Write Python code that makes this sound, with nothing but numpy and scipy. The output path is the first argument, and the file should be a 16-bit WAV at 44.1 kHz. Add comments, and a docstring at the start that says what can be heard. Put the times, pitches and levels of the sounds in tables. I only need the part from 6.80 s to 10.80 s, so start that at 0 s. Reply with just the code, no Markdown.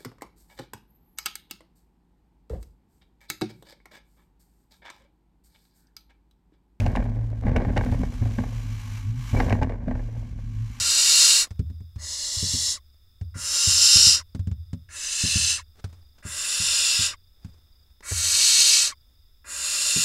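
"""A V8 burbles at low revs, heard inside a stripped demolition-derby car lurching over rutted dirt.
Each jolt booms through the bare shell and sets loose metal chattering. Panels clank, ring and
briefly squeal; the tyres spray dirt on the body. A hiss, probably air drawn past the nearly shut
throttle, comes and goes. A fast limiter squashes the peaks."""
import sys
import numpy as np
from scipy import signal
from scipy.fft import rfft, irfft
from scipy.io import wavfile
from scipy.ndimage import uniform_filter1d, minimum_filter1d

SR = 44100
rng = np.random.default_rng(int(sys.argv[2]) if len(sys.argv) > 2 else 0)


def output_pcm(signal):
    """Save a mono or channel-first signal as 16-bit PCM at the path in sys.argv[1].

    Samples are clipped to [-1, 1] before scaling.
    """
    pcm = np.clip(np.atleast_2d(signal).T, -1, 1) * 32767
    wavfile.write(sys.argv[1], SR, np.round(pcm).astype(np.int16))


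N = 176400

# Engine speed. Each row: time in seconds, firing rate in Hz.
FIRING_RATE = [(0, 103.7), (.3, 110.8), (1.1, 109.3), (1.45, 107), (1.72, 112.3), (2.22, 101.9),
               (2.32, 109.6), (2.39, 123.1), (2.48, 110.8), (2.75, 99.2), (3.3, 113.5), (3.55, 106.5),
               (3.8, 110.1)]
# Ground jolts. Each row: start in seconds, then low boom, cabin boom, panel boom and chatter in dB.
JOLTS = [(0.004, -27, -32, -26.5, -29), (0.054, -43, -15, -33, -31), (0.164, -13, -41.5, -19, -23.5),
         (0.619, -22, -41, -37, -38.5), (0.646, -16, -24.5, -21.5, -36), (0.664, -43, -15, -14.5, -28.5),
         (0.714, -16, -15, -26, -27), (0.758, -16.5, -16, -22, -22), (0.869, -28, -11, -22, -31.5),
         (0.964, -33, -12, -22.5, -46), (1.054, -27, -32, -22.5, -33), (1.11, -21, -13, -41, -38),
         (1.195, -25.5, -47, -19, -37), (1.414, -14.5, -16.5, -25, -32.5), (1.579, -36, -22, -18.5, -34),
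         (2.53, -44, -19.5, -25.5, -25), (2.557, -18, -12.5, -37, -24.5), (2.599, -23, -46, -26, -24.5),
         (2.664, -25, -13, -24, -31), (2.72, -17, -14.5, -19, -29.5), (2.818, -28, -16, -24.5, -26),
         (3.072, -11, -30, -19.5, -31), (3.137, -17, -29, -34, -50)]
# Blows on loose panels. Each row: start in seconds, relative level in dB.
PANEL_BLOWS = [(0.055, -32), (0.062, -18.5), (0.152, -21), (0.17, -21), (0.225, -30), (0.528, -34.5),
               (0.635, -32), (0.666, -23), (0.681, -25.5), (0.693, -28), (0.761, -13), (0.766, -21.5),
               (0.818, -25.5), (0.848, -24.5), (0.892, -27), (0.962, -21), (0.968, -18.5), (0.974, -18.5),
               (0.989, -25), (1.009, -22.5), (1.036, -28), (1.061, -24), (1.087, -32), (1.122, -29),
               (1.143, -28.5), (1.233, -23), (1.437, -44), (1.585, -24), (1.637, -29.5), (2.601, -11),
               (2.704, -21), (2.724, -14), (2.815, -22.5), (2.824, -19), (2.894, -27.5), (2.92, -29.5),
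               (3.08, -28.5), (3.11, -25), (3.152, -31), (3.193, -34.5), (3.224, -51), (3.286, -48),
               (3.347, -43.5), (3.365, -45), (3.427, -45), (3.525, -47.5), (3.587, -43)]
# Sheet metal response. Each row: frequency in Hz, gain in dB.
SHEET_METAL = [(60, -42), (170, -8), (255, 11), (345, 1), (480, 4.5), (630, 3), (860, -2.5), (1120, -8.5),
               (1330, -20.5), (1580, -7), (1830, -13), (2290, -14.5), (2650, -27.5), (3400, -32),
               (6000, -39), (15000, -66.5)]


def engine():
    """The firing rate drones in the cabin; unequal cylinders and rough ground add a low burble."""
    # Each row: time in seconds, relative level in dB.
    drone_levels = [(0, -20), (.14, -38.5), (.35, -28.5), (.52, -29.5), (.62, -33), (1.1, -32.5),
                    (1.38, -41.5), (1.46, -22.5), (1.62, -40), (1.74, -31), (1.84, -36), (1.93, -28.5),
                    (2.02, -37), (2.13, -30.5), (2.22, -38), (2.295, -22.5), (2.355, -35.5), (2.39, -28),
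                    (2.5, -40), (2.7, -23), (2.98, -40), (3.38, -33), (3.55, -39), (3.85, -29), (3.93, -43)]
    burble_levels = [(0, -27.5), (.2, -26.5), (.55, -35), (.8, -26.5), (1.2, -27), (1.35, -31.5),
                     (1.88, -34), (2.05, -40), (2.32, -36), (2.5, -36), (2.62, -26), (2.95, -32.5),
                     (3.2, -36), (3.75, -34.5), (4, -41.5)]
    # Strength in dB of the eight cylinders, in firing order.
    cylinders_db = [4.5, -0.5, 1, 1, 0, 1.5, 0.5, 2]
    # Bare cabin response. Each row: frequency in Hz, gain in dB.
    cabin = [(10, -39), (20, -29.5), (39, 4), (48, -0.5), (64, -6.5), (85, -13), (125, -22), (148, -14.5),
             (185, -22.5), (245, -13), (310, -36), (500, -49.5), (5000, -100)]
    wobble_rad, flutter_db, scatter_db = 0.4, 1.4, 4
    cycles = np.cumsum(curve(FIRING_RATE)) / SR
    drone = np.sqrt(2) * np.sin(2 * np.pi * cycles + wobble_rad * wander(rate_hz=30))
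    drone *= undb(curve(drone_levels) + 1 + flutter_db * wander(rate_hz=30))
    ground = unit_rms(colour(rng.standard_normal(N), cabin))
    firings = np.arange(1, int(cycles[-1]))
    firing_db = np.array(cylinders_db)[firings % len(cylinders_db)]
    strength = undb(firing_db + scatter_db * rng.standard_normal(len(firings)))
    pulses = np.zeros(N)
    pulses[np.searchsorted(cycles, firings)] = strength - strength.mean()
    burble = steady(unit_rms(colour(pulses, cabin)) + undb(-4) * ground, window_samples=4000)
    return drone + burble * undb(curve(burble_levels) + 1)


def shell_booms():
    """Each jolt rings the low modes of the shell, slightly detuned, with a cap on the drive."""
    # Each row: frequency in Hz, T60 in seconds, gain in dB, group (0 low, 1 cabin, 2 panel).
    shell_modes = [(36.1, 0.69, -8.5, 0), (63, 0.1, -1.5, 0), (88, 0.17, 2, 1), (114.7, 0.18, 0, 1),
                   (165, 0.19, -9.5, 2), (204.7, 0.21, -6, 2), (249.9, 0.31, -4.5, 2)]
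    rise_s, cap_db = 0.004, -18.5
    out, t = np.zeros(N), np.arange(SR // 2) / SR
    for start_s, *drive_db, _ in JOLTS:
        boom = np.zeros(len(t))
        for hz, t60_s, mode_db, group in shell_modes:
            detune, phase_rad = rng.standard_normal(2)
            mode = np.sin(2 * np.pi * hz * (1 + 0.026 * detune) * t + phase_rad)
            gain = undb(mode_db + min(drive_db[int(group)], cap_db))
            boom += gain * mode * np.exp(-np.log(1000) * t / t60_s)
        add(out, start_s, boom * (1 - np.exp(-t / rise_s)))
    return out * undb(2.5)


def metal_chatter():
    """Loose metal patters after each jolt, dying fast and then settling slowly."""
    rise_s, fall_s, settle_db, settle_s, clump_db = 0.0028, 0.056, -11, 0.24, 2.5
    power, t = np.zeros(N), np.arange(N) / SR
    envelope = impact_envelope(t, rise_s, fall_s, settle_db, settle_s)
    for start_s, *_, db in JOLTS:
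        add(power, start_s, (undb(db) * envelope) ** 2)
    patter = steady(colour(taps(per_s=900), SHEET_METAL), window_samples=2400)
    return patter * np.sqrt(power) * undb(-7 + clump_db * wander(rate_hz=120))


def panel_clanks():
    """Loose panels slap dully; edges that meet add a bright tick."""
    # Each row: start in seconds, relative level in dB.
    edge_blows = [(0.0024, -23), (0.0419, -37.5), (0.0628, -23), (0.1601, -24.5), (0.7627, -19),
                  (0.7674, -28), (0.967, -25.5), (0.9764, -23.5), (2.6003, -30), (2.696, -25.5),
                  (2.7253, -17.5), (2.8303, -26)]
    # Each row: frequency in Hz, gain in dB.
    edge_colour = [(800, -27), (2300, 9), (2850, 11), (3300, -5.5), (3800, -0.5), (4600, -7.5), (5700, -5),
                   (9000, -17), (15000, -33)]
    slaps = strikes(PANEL_BLOWS, SHEET_METAL, rise_s=0.0025, fall_s=0.0023, tail_db=-28.5)
    ticks = strikes(edge_blows, edge_colour, rise_s=0.0011, fall_s=0.0013, tail_db=-27)
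    return slaps * undb(20) + ticks * undb(12)


def strikes(blows, body_colour, rise_s, fall_s, tail_db):
    """Brief scuffing contacts ring a body; harder blows lose more bass."""
    out, t = np.zeros(N), np.arange(SR // 8) / SR
    body = impulse_response(body_colour)
    contact = impact_envelope(t, rise_s, fall_s, tail_db, tail_s=0.011)
    hardest_db = max(db for _, db in blows)
    for start_s, db in blows:
        hit = signal.fftconvolve(rng.standard_normal(len(t)) * contact, body)
        cutoff_hz = 780 * undb((db - hardest_db) / 2)
        hit = signal.lfilter(*signal.butter(1, cutoff_hz, "high", fs=SR), hit)
        add(out, start_s, undb(db) * hit / np.linalg.norm(hit))
    return out


def panel_ring():
    """Struck panels ring on briefly, each blow favouring different modes."""
    # Each row: frequency in Hz, gain in dB.
    panel_modes = [(484, -4.5), (630, 1), (820, 0), (1115, -5.5), (1565, -15), (1825, -6.5), (2230, -9.5),
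                   (2810, -19), (3650, -24.5)]
    rise_s, t60_s, scatter_db = 0.0025, 0.14, 3
    out, t = np.zeros(N), np.arange(SR // 2) / SR
    hz, mode_db = np.array(panel_modes, float).T
    envelope = (1 - np.exp(-t / rise_s)) * np.exp(-np.log(1000) * t / t60_s)
    for start_s, db in PANEL_BLOWS:
        detune, emphasis = rng.standard_normal((2, len(hz)))
        modes = np.sin(2 * np.pi * np.outer(hz * (1 + 0.0098 * detune), t))
        gains = undb(db + mode_db + scatter_db * emphasis)
        add(out, start_s, gains @ modes * envelope)
    return out * undb(-20)


def metal_squeals():
    """Metal slides on metal for a moment at an unsteady pitch."""
    # Each row: centre in seconds, half-width in seconds, pitch in Hz, peak in dB.
    squeals = [(2.573, 0.011, 2280, -32.5), (2.828, 0.012, 860, -27.5)]
    out, t = np.zeros(N), np.arange(N) / SR
    for centre_s, half_width_s, hz, db in squeals:
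        tone = np.sin(2 * np.pi * hz * t + 0.5 * wander(rate_hz=120))
        out += tone * np.exp(-((t - centre_s) / half_width_s) ** 2) * undb(db)
    return out


def dirt_spray():
    """Grains thrown by the tyres crackle against the body in clumps."""
    # Each row: time in seconds, level in dB.
    spray_levels = [(0.1, -54), (.5, -67), (1.1, -53.5), (2.8, -77)]
    # Each row: frequency in Hz, gain in dB.
    grain_colour = [(1000, 14), (6300, 1), (15000, -11)]
    clump_db = 5
    grains = unit_rms(colour(taps(per_s=300), grain_colour))
    return grains * undb(curve(spray_levels) + clump_db * np.tanh(wander(rate_hz=51)))


def air_hiss():
    """Air hisses through a narrow gap, throbbing with the intake; weak flow is duller and sputters."""
    # Each row: time in seconds, relative level in dB.
    flow_levels = [(0, -58), (.2, -67), (.55, -73), (.8, -68), (1.08, -59.5), (1.7, -56), (1.95, -54),
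                   (2.18, -53), (2.26, -59), (2.35, -60), (2.42, -53), (2.58, -49), (2.72, -57), (3.0, -75),
                   (3.2, -65), (3.38, -64), (3.55, -68), (4, -56)]
    # Each row: frequency in Hz, gain in dB.
    gap_colour = [(300, -9), (750, -4), (865, 5), (970, 1), (1100, 10), (1330, -2), (1630, 6), (1830, 0),
                  (2300, 7), (2480, 1), (3000, 2), (3650, -4), (4050, 0), (4380, -4), (5400, -3), (5950, 1),
                  (6400, -4), (7000, -2), (8500, -10), (13600, -13), (15300, -18)]
    split_hz, full_treble_db = 7240, -47
    flow_db = curve(flow_levels)
    air = unit_rms(colour(rng.standard_normal(N), gap_colour))
    low = signal.sosfiltfilt(signal.butter(2, split_hz, fs=SR, output="sos"), air)
    treble_gain = undb(0.1749 * (flow_db - full_treble_db))
    cycles = np.cumsum(curve(FIRING_RATE)) / SR
    throb = 1 + 0.23 * np.sin(np.pi * cycles + wander(rate_hz=30))  # half the firing rate
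    flicker_db = 0.78 * wander(rate_hz=50) / treble_gain
    return (low + (air - low) * treble_gain) * throb * undb(flow_db + 5 + flicker_db)


def taps(per_s):
    """Random small impacts of unequal strength."""
    impulses = (rng.random(N) < per_s / SR) * rng.choice([-1, 1], N)
    strength_db = 3 * np.minimum(rng.exponential(size=N), 4)
    return impulses * undb(strength_db)


def impact_envelope(t, rise_s, fall_s, tail_db, tail_s):
    """Quick rise, fast fall and a weaker, slower tail."""
    return (1 - np.exp(-t / rise_s)) * (np.exp(-t / fall_s) + undb(tail_db) * np.exp(-t / tail_s))


def undb(db):
    """Decibels to gain."""
    return 10 ** (np.asarray(db) / 20)


def unit_rms(x):
    """Scale to rms 1."""
    return x / np.sqrt(np.mean(x ** 2) + 1e-18)


def curve(rows):
    """Join (seconds, value) rows by straight lines."""
    return np.interp(np.arange(N) / SR, *np.array(rows, float).T)


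def wander(rate_hz):
    """Smooth random drift of rms 1."""
    hold = max(int(SR / rate_hz), 2)
    steps = np.repeat(rng.standard_normal(N // hold + 1), hold)
    return unit_rms(uniform_filter1d(uniform_filter1d(steps, hold), hold)[:N])


def impulse_response(points, size=8192):
    """Minimum-phase, unit-energy response with the given (Hz, dB) colour."""
    hz, db = np.array(points, float).T
    bins_hz = np.maximum(np.arange(size // 2 + 1) * SR / size, 1)
    magnitude = undb(np.interp(np.log(bins_hz), np.log(hz), db))
    cepstrum = irfft(np.log(magnitude))
    cepstrum[1:size // 2] *= 2
    cepstrum[size // 2 + 1:] = 0
    response = irfft(np.exp(rfft(cepstrum)))
    return response / np.linalg.norm(response)


def colour(x, points):
    """Pass a sound through a body with the given (Hz, dB) colour."""
    return signal.fftconvolve(x, impulse_response(points))[:len(x)]


def steady(x, window_samples):
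    """Hold the running rms near 1."""
    power = uniform_filter1d(uniform_filter1d(x ** 2, window_samples), window_samples)
    return x / np.sqrt(np.maximum(power, 0) + 1e-12)


def add(out, start_s, x):
    """Mix x into out from start_s."""
    i = min(max(int(start_s * SR), 0), N - 1)
    out[i:i + len(x)] += x[:N - i]


def scene():
    """Mono mix, heard from behind the driver's seat."""
    bodywork = shell_booms() + metal_chatter() + panel_clanks() + panel_ring() + metal_squeals()
    return (bodywork + dirt_spray() + air_hiss() + engine())[None]


def record(dry):
    """Fast peak limiter, then a steep low-pass."""
    ceiling, window_s, cutoff_hz = 0.24, 0.0021, 15300
    window = int(window_s * SR)
    gain = ceiling / np.maximum(np.abs(dry), ceiling)
    gain = uniform_filter1d(minimum_filter1d(gain, window), window)
    return signal.sosfilt(signal.ellip(10, .2, 80, cutoff_hz, fs=SR, output="sos"), dry * gain)


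dry = scene()
out = record(dry)
output_pcm(out)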